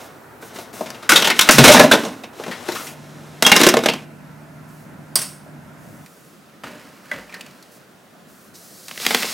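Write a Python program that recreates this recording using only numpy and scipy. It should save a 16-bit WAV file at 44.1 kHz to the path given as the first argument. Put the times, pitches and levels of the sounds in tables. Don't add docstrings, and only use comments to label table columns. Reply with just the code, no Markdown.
import sys
import numpy as np
from scipy import signal
from scipy.io import wavfile
from scipy.ndimage import uniform_filter1d

SR = 44100
rng = np.random.default_rng(int(sys.argv[2]) if len(sys.argv) > 2 else 0)


def unload_wav(signal):
    wavfile.write(
        sys.argv[1],
        SR,
        np.round(np.clip(np.atleast_2d(signal).T, -1, 1) * 32767).astype(np.int16),
    )


N = 411453


def amp(db):
    return 10 ** (np.asarray(db) / 20)


def unit_rms(x):
    return x / np.sqrt(np.mean(x ** 2) + 1e-20)


def at_frequency(points, hz):
    f, value = np.transpose(points)
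    return np.interp(np.log(hz + 1), np.log(f + 1), value)


def add(mix, start, sound):
    part = mix[..., round(start * SR):][..., :sound.shape[-1]]
    part += sound[..., :part.shape[-1]]


def colour(spectrum):
    db = at_frequency(spectrum, abs(np.fft.fftfreq(4096, 1 / SR)))
    log_gain = np.log(amp(np.maximum(db, -100)))
    taps = np.fft.ifft(np.exp(log_gain - 1j * signal.hilbert(log_gain).imag)).real[:2048]
    return taps / np.linalg.norm(taps)


def body(modes, low_hz, high_hz, broad_db):
    t = np.arange(8192) / SR
    ringing = sum(amp(db) * np.sqrt(width) * np.exp(-np.pi * width * t) * np.sin(2 * np.pi * hz * t)
                  for hz, width, db in modes)
    impulse = amp(broad_db) * (t == 0) * np.sqrt(SR / 2 / (high_hz - low_hz))
    band = signal.butter(3, [low_hz, high_hz], "band", fs=SR, output="sos")
    taps = signal.sosfilt(band, ringing / np.linalg.norm(ringing) + impulse)
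    return taps / np.linalg.norm(taps)


def impacts(rows, tick_db, tick_slope, ring_db, thump_db, thud_stretch, ring_q, crack_db, parts_db):
    force, rings, t = np.zeros((3, N)), np.zeros(N), np.arange(SR // 6) / SR
    rise = 1 - np.exp(-t / 0.00052)
    for start, db, thud_db, hz, t60 in rows:
        band_t60 = t60 * np.array([[thud_stretch], [1], [.8]])
        band_db = np.array([[thud_db], [0], [tick_db + tick_slope * thud_db]])
        decay = amp(db + band_db - 60 * t / band_t60)
        burst = decay * rise * rng.standard_normal(decay.shape)
        burst[:, 0] = amp(crack_db) * decay[:, 0]
        add(force, start, burst)
        parts_hz = 900 * 8 ** rng.random((5, 1))
        add(rings, start, amp(parts_db) * decay[1] * np.sin(2 * np.pi * parts_hz * t).sum(axis=0))
        if hz < 900:
            add(rings, start, amp(thump_db) * decay[0] * np.sin(2 * np.pi * hz * t))
        else:
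            resonance = signal.lfilter(*signal.iirpeak(hz, ring_q, SR), burst[1])
            add(rings, start, amp(ring_db) * resonance * np.sqrt(SR * ring_q / hz))
    return force, rings


def friction(curves, rumble_db, rumble_slope, fizz_db, fizz_slope,
             grains_per_s, spread_db, grain_t60, grain_share, grain_onset_db):
    reference_db = -30
    level_db, t = np.full((3, N), -120.), np.arange(N) / SR
    for curve in curves:
        times, db = np.transpose(curve)
        excess_db = db - reference_db
        span = slice(round(times[0] * SR), round(times[-1] * SR))
        bands_db = [rumble_db + rumble_slope * excess_db, excess_db, fizz_db + fizz_slope * excess_db]
        for band, band_db in enumerate(bands_db):
            level_db[band, span] = np.interp(t[span], times, reference_db + band_db)
    sizes = amp(spread_db * np.minimum(rng.exponential(1, N), 4))
    contacts = sizes * (rng.random(N) < grains_per_s / SR)
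    grain_power = abs(signal.oaconvolve(contacts ** 2, amp(-120 * t[:2000] / grain_t60))[:N])
    share = grain_share / (1 + amp(grain_onset_db - level_db[1]))
    power = 1 - share + share * grain_power / grain_power.mean()
    return amp(level_db) * np.sqrt(power) * rng.standard_normal((3, N))


def radiate(force, low_modes, high_modes, treble, low_hz, high_hz, low_broad_db, high_broad_db):
    responses = (body(low_modes, low_hz, 935, low_broad_db),
                 body(high_modes, 900, high_hz, high_broad_db), colour(treble))
    return sum(signal.oaconvolve(band, taps)[:N] for band, taps in zip(force, responses))


# (f/Hz, density level/dB)
AIR_SPANS = [(0, 2.9, -43, [(18, -72.5), (30, -36), (142, 3), (205, -18), (253, -0.5), (451, -4), (501, -5),
             (1400, -7), (3080, -24), (6440, -28), (16200, -27)]), (2.9, 6.05, -42, [(18, -61), (30, -35),
             (118, -11), (149, -1), (189, -7), (228, -3.5), (463, -20), (635, -11.5), (744, -18.5),
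             (1050, -17.5), (1160, -24), (1360, -17), (3330, -35), (14200, -40), (16200, -45.5)]),
             (6.05, 9.4, -48, [(18, -53), (30, -38), (106, -17), (166, -2), (396, -9.5), (744, -11),
             (826, -16.5), (1400, -14), (2250, -22), (14200, -32.5), (16200, -31)])]


def air():
    frames, hz = N // 256 + 5, np.fft.rfftfreq(1024, 1 / SR)
    mid_re, mid_im, side_re, side_im, patches = rng.standard_normal((frames, 513, 5)).T
    patches_db = 0.86 * unit_rms(uniform_filter1d(uniform_filter1d(patches, 10, 0), 16, 1))
    side_db = at_frequency([(60, -10.5), (500, -7), (3000, -4), (12000, -15)], hz)
    mid = mid_re + 1j * mid_im
    side = (side_re + 1j * side_im) * amp(side_db)[:, None]
    out, t = np.zeros((2, N)), np.arange(N) / SR
    for start, end, db, spectrum in AIR_SPANS:
        gain = amp(at_frequency(spectrum, hz)[:, None] + patches_db)
        wash = signal.istft(np.array([mid + side, mid - side]) * gain, nperseg=1024, noverlap=768)[1]
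        gate = uniform_filter1d(1. * (t >= start) * (t < end), size=900)
        out += amp(db) * unit_rms(wash[:, :N]) * gate
    return out


# t/s, f/Hz, level/dB
HUM_TRACK = [(2.87, 148.3, -44), (4.2, 150.3, -45), (6.05, 149.2, -47.5)]


def hum():
    t = np.arange(N) / SR
    times, hz, db = np.transpose(HUM_TRACK)
    cycles = np.cumsum(np.interp(t, times, hz)) / SR
    rms = uniform_filter1d(amp(np.interp(t, times, db, -120, -120)), size=900)
    return rms * np.sqrt(2) * np.sin(2 * np.pi * cycles)


# f/Hz, T60/s
ROOM_DECAY = [(150, 0.65), (600, 0.23), (2500, 0.34), (8000, 0.059), (15000, 0.13)]


def reverberation(x, side_gain):
    echoes = np.zeros((2, SR // 2))
    grid = np.arange(200, SR // 2 - 20, 20)
    delays = grid + rng.integers(0, 20, (2, len(grid)))
    np.put_along_axis(echoes, delays, rng.choice([-1., 1.], delays.shape), 1)
    hz, t, spectra = signal.stft(echoes, SR, nperseg=256)
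    decay = amp(-60 * t / at_frequency(ROOM_DECAY, hz)[:, None])
    mid, side = signal.istft(spectra * decay, SR, nperseg=256)[1]
    tail = np.array([mid + side_gain * side, mid - side_gain * side]) / np.linalg.norm(mid)
    return signal.oaconvolve(x[None], tail, axes=1)[:, :N]


def early_field(x, side_db):
    taps = rng.standard_normal(400) * amp(-60 * np.arange(400) / SR / .012)
    side = amp(side_db) * signal.oaconvolve(x, taps / np.linalg.norm(taps))[:N]
    return np.array([x + side, x - side])


# start t/s, duration/s, level/dB
HISS_SWELLS = [(0, 0.092, -51), (0.409, 0.1, -47), (0.536, 0.12, -44.5), (0.724, 0.15, -43),
               (2.716, 0.24, -38.5), (4.666, 0.23, -56.5), (5.756, 0.73, -56), (7.711, 0.086, -53),
               (8.263, 0.29, -55), (8.534, 0.54, -48)]
# f/Hz, density level/dB
HISS_SPECTRUM = [(1000, -21.5), (3000, -10.5), (6000, -1), (12000, -2), (16000, -4.5)]


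def hisses():
    envelope = np.zeros(N)
    for start, duration, db in HISS_SWELLS:
        progress = np.arange(0, 1, 1 / SR / duration)
        rise, fall = np.minimum(progress / 0.11, 1), np.minimum((1 - progress) / 0.31, 1)
        add(envelope, start, amp(db) * rise * fall)
    return signal.oaconvolve(envelope * rng.standard_normal(N), colour(HISS_SPECTRUM))[:N]


# f/Hz, bandwidth/Hz, level/dB
DOOR_MODES = [(182, 36, -18.5), (289.4, 59, 3.5), (620, 81, 2.5), (1500, 180, -5), (1890, 300, 5),
              (2300, 250, -1), (4400, 400, -14.5)]
# f/Hz, density level/dB
CRACKLE_SPECTRUM = [(2350, -29), (4000, -1), (4280, -2), (4750, -1), (6510, -4), (15700, -11.5)]
# t/s, level/dB, thud re knock/dB, ring f/Hz, T60/s
DOOR_KNOCKS = [(6.635, -24, -8.5, 289, 0.25), (7.1145, -19, -8, 2300, 0.026), (7.295, -39, -13, 2290, 0.05),
               (7.325, -33, -13, 2300, 0.054), (7.339, -32, -19, 1780, 0.15)]
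# t/s, level/dB, thud re knock/dB, ring f/Hz
HINGE_TICKS = [(6.061, -39, -24, 2050), (7.056, -42, -9, 1500), (7.3424, -31, -10, 4350),
               (7.409, -28.5, -18, 2600), (7.463, -36.5, -4, 2600), (7.51, -46, -15, 4500),
               (7.626, -39.5, -22, 4140)]
# t/s, level/dB
DOOR_SWING = [
    [(6.636, -32), (6.722, -43), (7.016, -54), (7.116, -44.5)],
    [(7.116, -30), (7.264, -49), (7.356, -44.5), (7.85, -62.5)],
]


def cupboard_door():
    tick_t60 = 0.036
    knocks, knock_rings = impacts(DOOR_KNOCKS, tick_db=-21, tick_slope=-0.099, ring_db=-6.5,
                                  thump_db=-7, thud_stretch=3.9, ring_q=6, crack_db=6, parts_db=-28)
    ticks, tick_rings = impacts([(*row, tick_t60) for row in HINGE_TICKS],
                                tick_db=15, tick_slope=-0.14, ring_db=-6.5, thump_db=-3,
                                thud_stretch=1.1, ring_q=5.3, crack_db=9.5, parts_db=-26)
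    rubbing = friction(DOOR_SWING, rumble_db=0.5, rumble_slope=1, fizz_db=-11.5, fizz_slope=0.57,
                       grains_per_s=220, spread_db=-12, grain_t60=0.018,
                       grain_share=0.55, grain_onset_db=-41)
    force = amp(-19.5) * (knocks + ticks) + amp(-3.5) * rubbing
    panel = radiate(force, DOOR_MODES, DOOR_MODES, CRACKLE_SPECTRUM,
                    low_hz=128, high_hz=2900, low_broad_db=-1.5, high_broad_db=7.5)
    return panel + knock_rings + tick_rings


# f/Hz, bandwidth/Hz, level/dB
BAG_MODES = [(256.5, 91, 7), (810, 230, 4), (1398, 196, -18.5), (2300, 340, -5.5), (3540, 1500, 8.5)]
# t/s, level/dB, thud re knock/dB, ring f/Hz
BAG_SNAPS = [(8.883, -25, -27, 4500), (8.892, -30, -22, 5000), (8.912, -24, -8, 2300),
             (8.959, -32, -15, 3500), (8.9764, -23, -9, 2120), (9, -23, -8, 890), (9.051, -17, -19, 2000),
             (9.065, -4.5, -12.5, 2480), (9.107, -10.5, -7, 1800), (9.114, -13, -7, 2120),
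             (9.1465, -3, -8, 2530), (9.2248, -17, -17, 2030), (9.231, -14, -9, 2500),
             (9.244, -23.5, 4, 366)]
# t/s, level/dB
BAG_RUSTLE = [
    [(8.54, -68), (8.556, -53), (8.59, -73), (8.878, -60.5), (8.995, -46), (9.015, -34), (9.115, -29),
     (9.33, -34)],
]


def paper_bag():
    snap_t60 = 0.019
    snaps, rings = impacts([(*row, snap_t60) for row in BAG_SNAPS],
                           tick_db=-5, tick_slope=-0.22, ring_db=-15, thump_db=-14,
                           thud_stretch=1.43, ring_q=6, crack_db=11, parts_db=-21)
    rustle = friction(BAG_RUSTLE, rumble_db=-9, rumble_slope=0.98, fizz_db=2, fizz_slope=0.6,
                      grains_per_s=75, spread_db=-3, grain_t60=0.011,
                      grain_share=0.19, grain_onset_db=-32)
    return rings + radiate(amp(-1.5) * snaps + rustle, BAG_MODES, BAG_MODES, CRACKLE_SPECTRUM,
                           low_hz=165, high_hz=4940, low_broad_db=7.5, high_broad_db=2)


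# t/s, level/dB
BRICK_BOUNCES = [(5.156, -0.5), (5.188, -10.5), (5.215, -10), (5.226, -21)]
# f/Hz, bandwidth/Hz, level/dB
SMALL_BRICK_MODES = [(2970, 450, -3.5), (4800, 89, -14), (5450, 120, 14), (6500, 400, -13), (8700, 108, 7),
                     (8800, 150, 15), (10250, 440, -2)]
# f/Hz, density level/dB
CRACK_SPECTRUM = [(88, -30), (150, -7.5), (725, -5.5), (848, -5), (1140, -3.5), (2000, -6), (4150, -7.5),
                  (4600, -0.5), (5600, -2), (7550, -8), (7950, 3), (10300, 1.5), (11200, -5.5),
                  (16000, -12)]


def small_brick():
    force, t = np.zeros(N), np.arange(SR // 2) / SR
    decay = amp(5.5 - 60 * t / 0.054) + amp(-5 - 60 * t / 0.4)
    rise = 1 - np.exp(-t / 0.0008)
    for start, db in BRICK_BOUNCES:
        add(force, start, amp(db - 17) * decay * rise * rng.standard_normal(len(t)))
    first_click = amp(-7 - 60 * t / .012) * np.diff(rng.standard_normal(len(t) + 1))
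    ringing = body(SMALL_BRICK_MODES, 2030, 21500, broad_db=-23)[:2048]
    out = signal.oaconvolve(force, colour(CRACK_SPECTRUM) + amp(-15) * ringing)[:N]
    add(out, BRICK_BOUNCES[0][0], first_click)
    return out


# t/s, f/Hz, level/dB, T60/s
STRUCK_NOTES = [(.808, 620, -33, 0.093), (1.1262, 316, -1.5, 0.046), (2.6875, 333, -4.5, 0.04),
                (1.54, 141.7, -15.5, 0.65), (1.83, 150, -9, 0.13), (1.799, 1700, -4.5, 0.15),
                (3.45, 3268, -5.5, 0.17), (3.465, 2760, -6.5, 0.11), (3.52, 2800, -1, 0.075),
                (3.518, 828, 1, 0.054), (3.885, 2900, -25, 0.057), (1.9124, 1445, -1.5, 0.037),
                (5.1556, 8225, -13, .07), (5.157, 9150, -13.5, .07), (6.70, 600, -37.5, 0.35),
                (7.115, 2000, -14.5, 0.046), (7.114, 1580, -12, 0.021), (5.156, 4800, -13, 0.06),
                (5.1565, 5300, -18, .05), (1.922, 3480, -3, .05), (3.567, 3900, -11, .045),
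                (6.639, 74.96, -46.5, 0.44), (7.13, 91, -45, 0.37), (7.15, 50, -49, .6),
                (1.159, 3700, -0.5, 0.06)]


def struck_notes():
    out, t = np.zeros(N), np.arange(SR // 2) / SR
    for start, hz, db, t60 in STRUCK_NOTES:
        rise = 1 - np.exp(-t * hz / 1.5)
        add(out, start, amp(db - 60 * t / t60) * rise * np.sin(2 * np.pi * hz * t))
    return out


# t/s, duration/s, f/Hz, level/dB
BIN_BOOMS = [(1.582, .062, 136.6, -8), (1.583, 0.024, 231.6, -7.5), (1.588, .05, 418, -12.5),
             (1.649, 0.022, 262, -11), (1.69, 0.023, 609, -0.5), (1.799, 0.015, 593, -5.5),
             (1.833, .024, 629, -6.5), (1.49, 0.014, 1054, -6.5), (1.12, 0.012, 1482, -7.5),
             (1.932, 0.029, 560, -13), (3.666, 0.018, 399, -8)]


def bin_booms():
    out = np.zeros(N)
    for start, duration, hz, db in BIN_BOOMS:
        progress = np.arange(0, 1, 1 / SR / duration)
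        cycles = hz * duration * (progress - 0.016 * progress ** 2)
        add(out, start, amp(db) * signal.windows.tukey(len(progress), .4) * np.sin(2 * np.pi * cycles))
    return out


# f/Hz, bandwidth/Hz, level/dB
BIN_MODES = [(233, 20, -7.5), (320, 51, 3.5), (455, 20, -13.5), (561.4, 32, -3), (669, 26, 3.5),
             (790, 81, 0.5)]
BRICK_MODES = [(1090, 160, -12), (1510, 160, 1.5), (1834, 110, -5.5), (2210, 160, 2), (2846, 760, 2.5),
               (3730, 550, -4.5), (4150, 280, 2.5), (5400, 130, -12)]
# f/Hz, density level/dB
TICK_SPECTRUM = [(2350, -31.5), (4000, -10), (4480, -11.5), (5450, 5), (12800, -3.5), (15100, -9),
                 (16200, -9.5)]
# t/s, level/dB, thud re knock/dB, ring f/Hz, T60/s
TOY_BLOWS = [(0.425, -35.5, 8, 1500, 0.085), (0.5597, -28, 0, 433, 0.078), (0.5863, -27.5, 4.5, 685, 0.064),
             (0.8087, -29, 14, 620, 0.064), (0.8597, -29, 1, 550, 0.16), (0.903, -22.5, -26.5, 4800, 0.032),
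             (0.9457, -35, 2.5, 2500, 0.099), (1.0258, -33.5, -1, 1380, 0.26), (1.092, -5, -25, 1380, 0.13),
             (1.1193, -2, -22, 1500, 0.043), (1.1344, -5, -16, 2160, 0.028), (1.1584, -4, -18, 3240, 0.13),
             (1.2219, -8, -5, 2900, 0.061), (1.2437, -12, -6, 2950, 0.21), (1.2716, -7.5, -6, 863, 0.11),
             (1.301, -6.5, -4, 2100, 0.087), (1.3915, 3.5, -20, 2600, 0.035),
             (1.4098, -7.5, -36, 3540, 0.13), (1.489, 7.5, -0.5, 1560, 0.048),
             (1.5083, -8.5, -42, 297, 0.31), (1.5826, 5, -1, 225, 0.12), (1.6401, 4, -4, 264.8, 0.26),
             (1.6786, 3.5, -6.5, 746, 0.15), (1.6993, 0, 3, 567, 0.074), (1.718, -7, -44, 621, 0.19),
             (1.7455, -1, 4, 886, 0.079), (1.765, -8, 6, 1810, 0.15), (1.7955, 5.5, 4, 575, 0.066),
             (1.826, -11, 7, 1105, 0.039), (1.8441, -10, 7, 282, 0.048), (1.914, -4, 5, 1500, 0.092),
             (1.921, -3.5, -6, 3300, 0.045), (1.9341, -6.5, 6.5, 514, 0.1), (2.0336, -26, 8, 268, 0.26),
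             (2.05, -23, 3, 6500, 0.064), (2.2358, -28.5, 3.5, 2520, 0.085),
             (2.3975, -33.5, 12.5, 424, 0.1), (2.4367, -26.5, -2, 1870, 0.063), (2.4628, -29, 6, 412, 0.11),
             (2.4791, -27.5, 8, 196, 0.1), (2.5118, -27.5, -3, 1890, 0.24), (2.686, -18, 7.5, 329, 0.05),
             (2.7202, -23, -19, 3730, 0.069), (2.7517, -25, -12, 1320, 0.3), (2.8676, -31, -27, 2500, 0.15),
             (3.4237, 2.5, -11.5, 650, 0.037), (3.464, 4, -8, 5270, 0.054),
             (3.5166, 3.5, -2.5, 2110, 0.059), (3.5628, 1.5, -8, 5040, 0.064), (3.6019, -7, 0, 292, 0.085),
             (3.613, 1.5, -6, 320, 0.045), (3.6333, -1, -5.5, 320, 0.11), (3.6656, 2.5, -2.5, 350, 0.072),
             (3.6874, 0, -14, 5400, 0.057), (3.7392, -5, 6.5, 455, 0.036), (3.7689, -7, 6, 467, 0.048),
             (3.79, -11.5, 4, 394, 0.019), (3.8359, -15.5, 0, 346, 0.095), (3.8591, -2.5, 1.5, 790, 0.041),
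             (3.8852, -10, 3, 2610, .08), (3.899, -17, -14, 4000, 0.027), (3.9355, -17, 0, 1090, 0.047)]
# t/s, level/dB
TOY_SHUFFLE = [
    [(0.0, -39.5), (0.104, -49), (0.3, -73)],
    [(0.41, -50), (0.6, -37.5), (0.72, -52)],
    [(0.73, -38), (0.898, -41), (1.085, -48)],
    [(1.093, -8.5), (1.333, -28), (1.635, -14), (1.645, -9), (1.85, -13.5), (1.862, -23), (1.911, -27),
     (1.915, -7.5), (1.973, -24.5), (2.3, -56)],
    [(2.33, -47.5), (2.402, -38), (2.646, -39), (2.682, -29.5), (2.87, -38.5), (2.982, -47.5), (3.424, -45)],
    [(3.425, -16), (3.645, -17.5), (3.851, -35.5), (3.859, -26), (4.05, -50)],
]


def toys():
    blows, rings = impacts(TOY_BLOWS, tick_db=-6, tick_slope=-0.25, ring_db=-10.5, thump_db=-6,
                           thud_stretch=1.11, ring_q=6.5, crack_db=6, parts_db=-23)
    sliding = friction(TOY_SHUFFLE, rumble_db=-0.5, rumble_slope=0.78, fizz_db=-4.5, fizz_slope=0.98,
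                       grains_per_s=190, spread_db=1.5, grain_t60=0.04,
                       grain_share=0.607, grain_onset_db=-38)
    force = amp(-6) * blows + amp(-5.5) * sliding
    return rings + radiate(force, BIN_MODES, BRICK_MODES, TICK_SPECTRUM,
                           low_hz=184.6, high_hz=5110, low_broad_db=12, high_broad_db=8)


# t/s, level of left re right/dB
BALANCE = [(0.26, -1), (0.78, 2.5), (2.31, -1.5), (2.6, 5), (3.0, -1), (3.5, 0), (4.2, -1.5), (8.6, -0.5),
           (9.33, 0)]


def scene():
    bass_cut = signal.butter(4, 115, "high", fs=SR, output="sos")
    struck = signal.sosfilt(bass_cut, toys() + cupboard_door() + paper_bag() + small_brick())
    direct = struck + struck_notes() + bin_booms() + hisses()
    field = early_field(direct, side_db=-32) + amp(-12.5) * reverberation(direct, side_gain=0.099)
    balance_db = np.interp(np.arange(N) / SR, *np.transpose(BALANCE))
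    return (field + air() + hum()) * amp([balance_db / 2, -balance_db / 2])


def record(dry):
    low_hz, high_hz = 45, 16100
    thinned = signal.sosfilt(signal.butter(2, low_hz, "high", fs=SR, output="sos"), dry)
    clipped = np.clip(thinned, -.99, .99)
    lowpass = signal.firwin(511, high_hz, window=("kaiser", 9), fs=SR)
    return signal.oaconvolve(clipped, lowpass[None], "same")


dry = scene()
out = record(dry)
unload_wav(out)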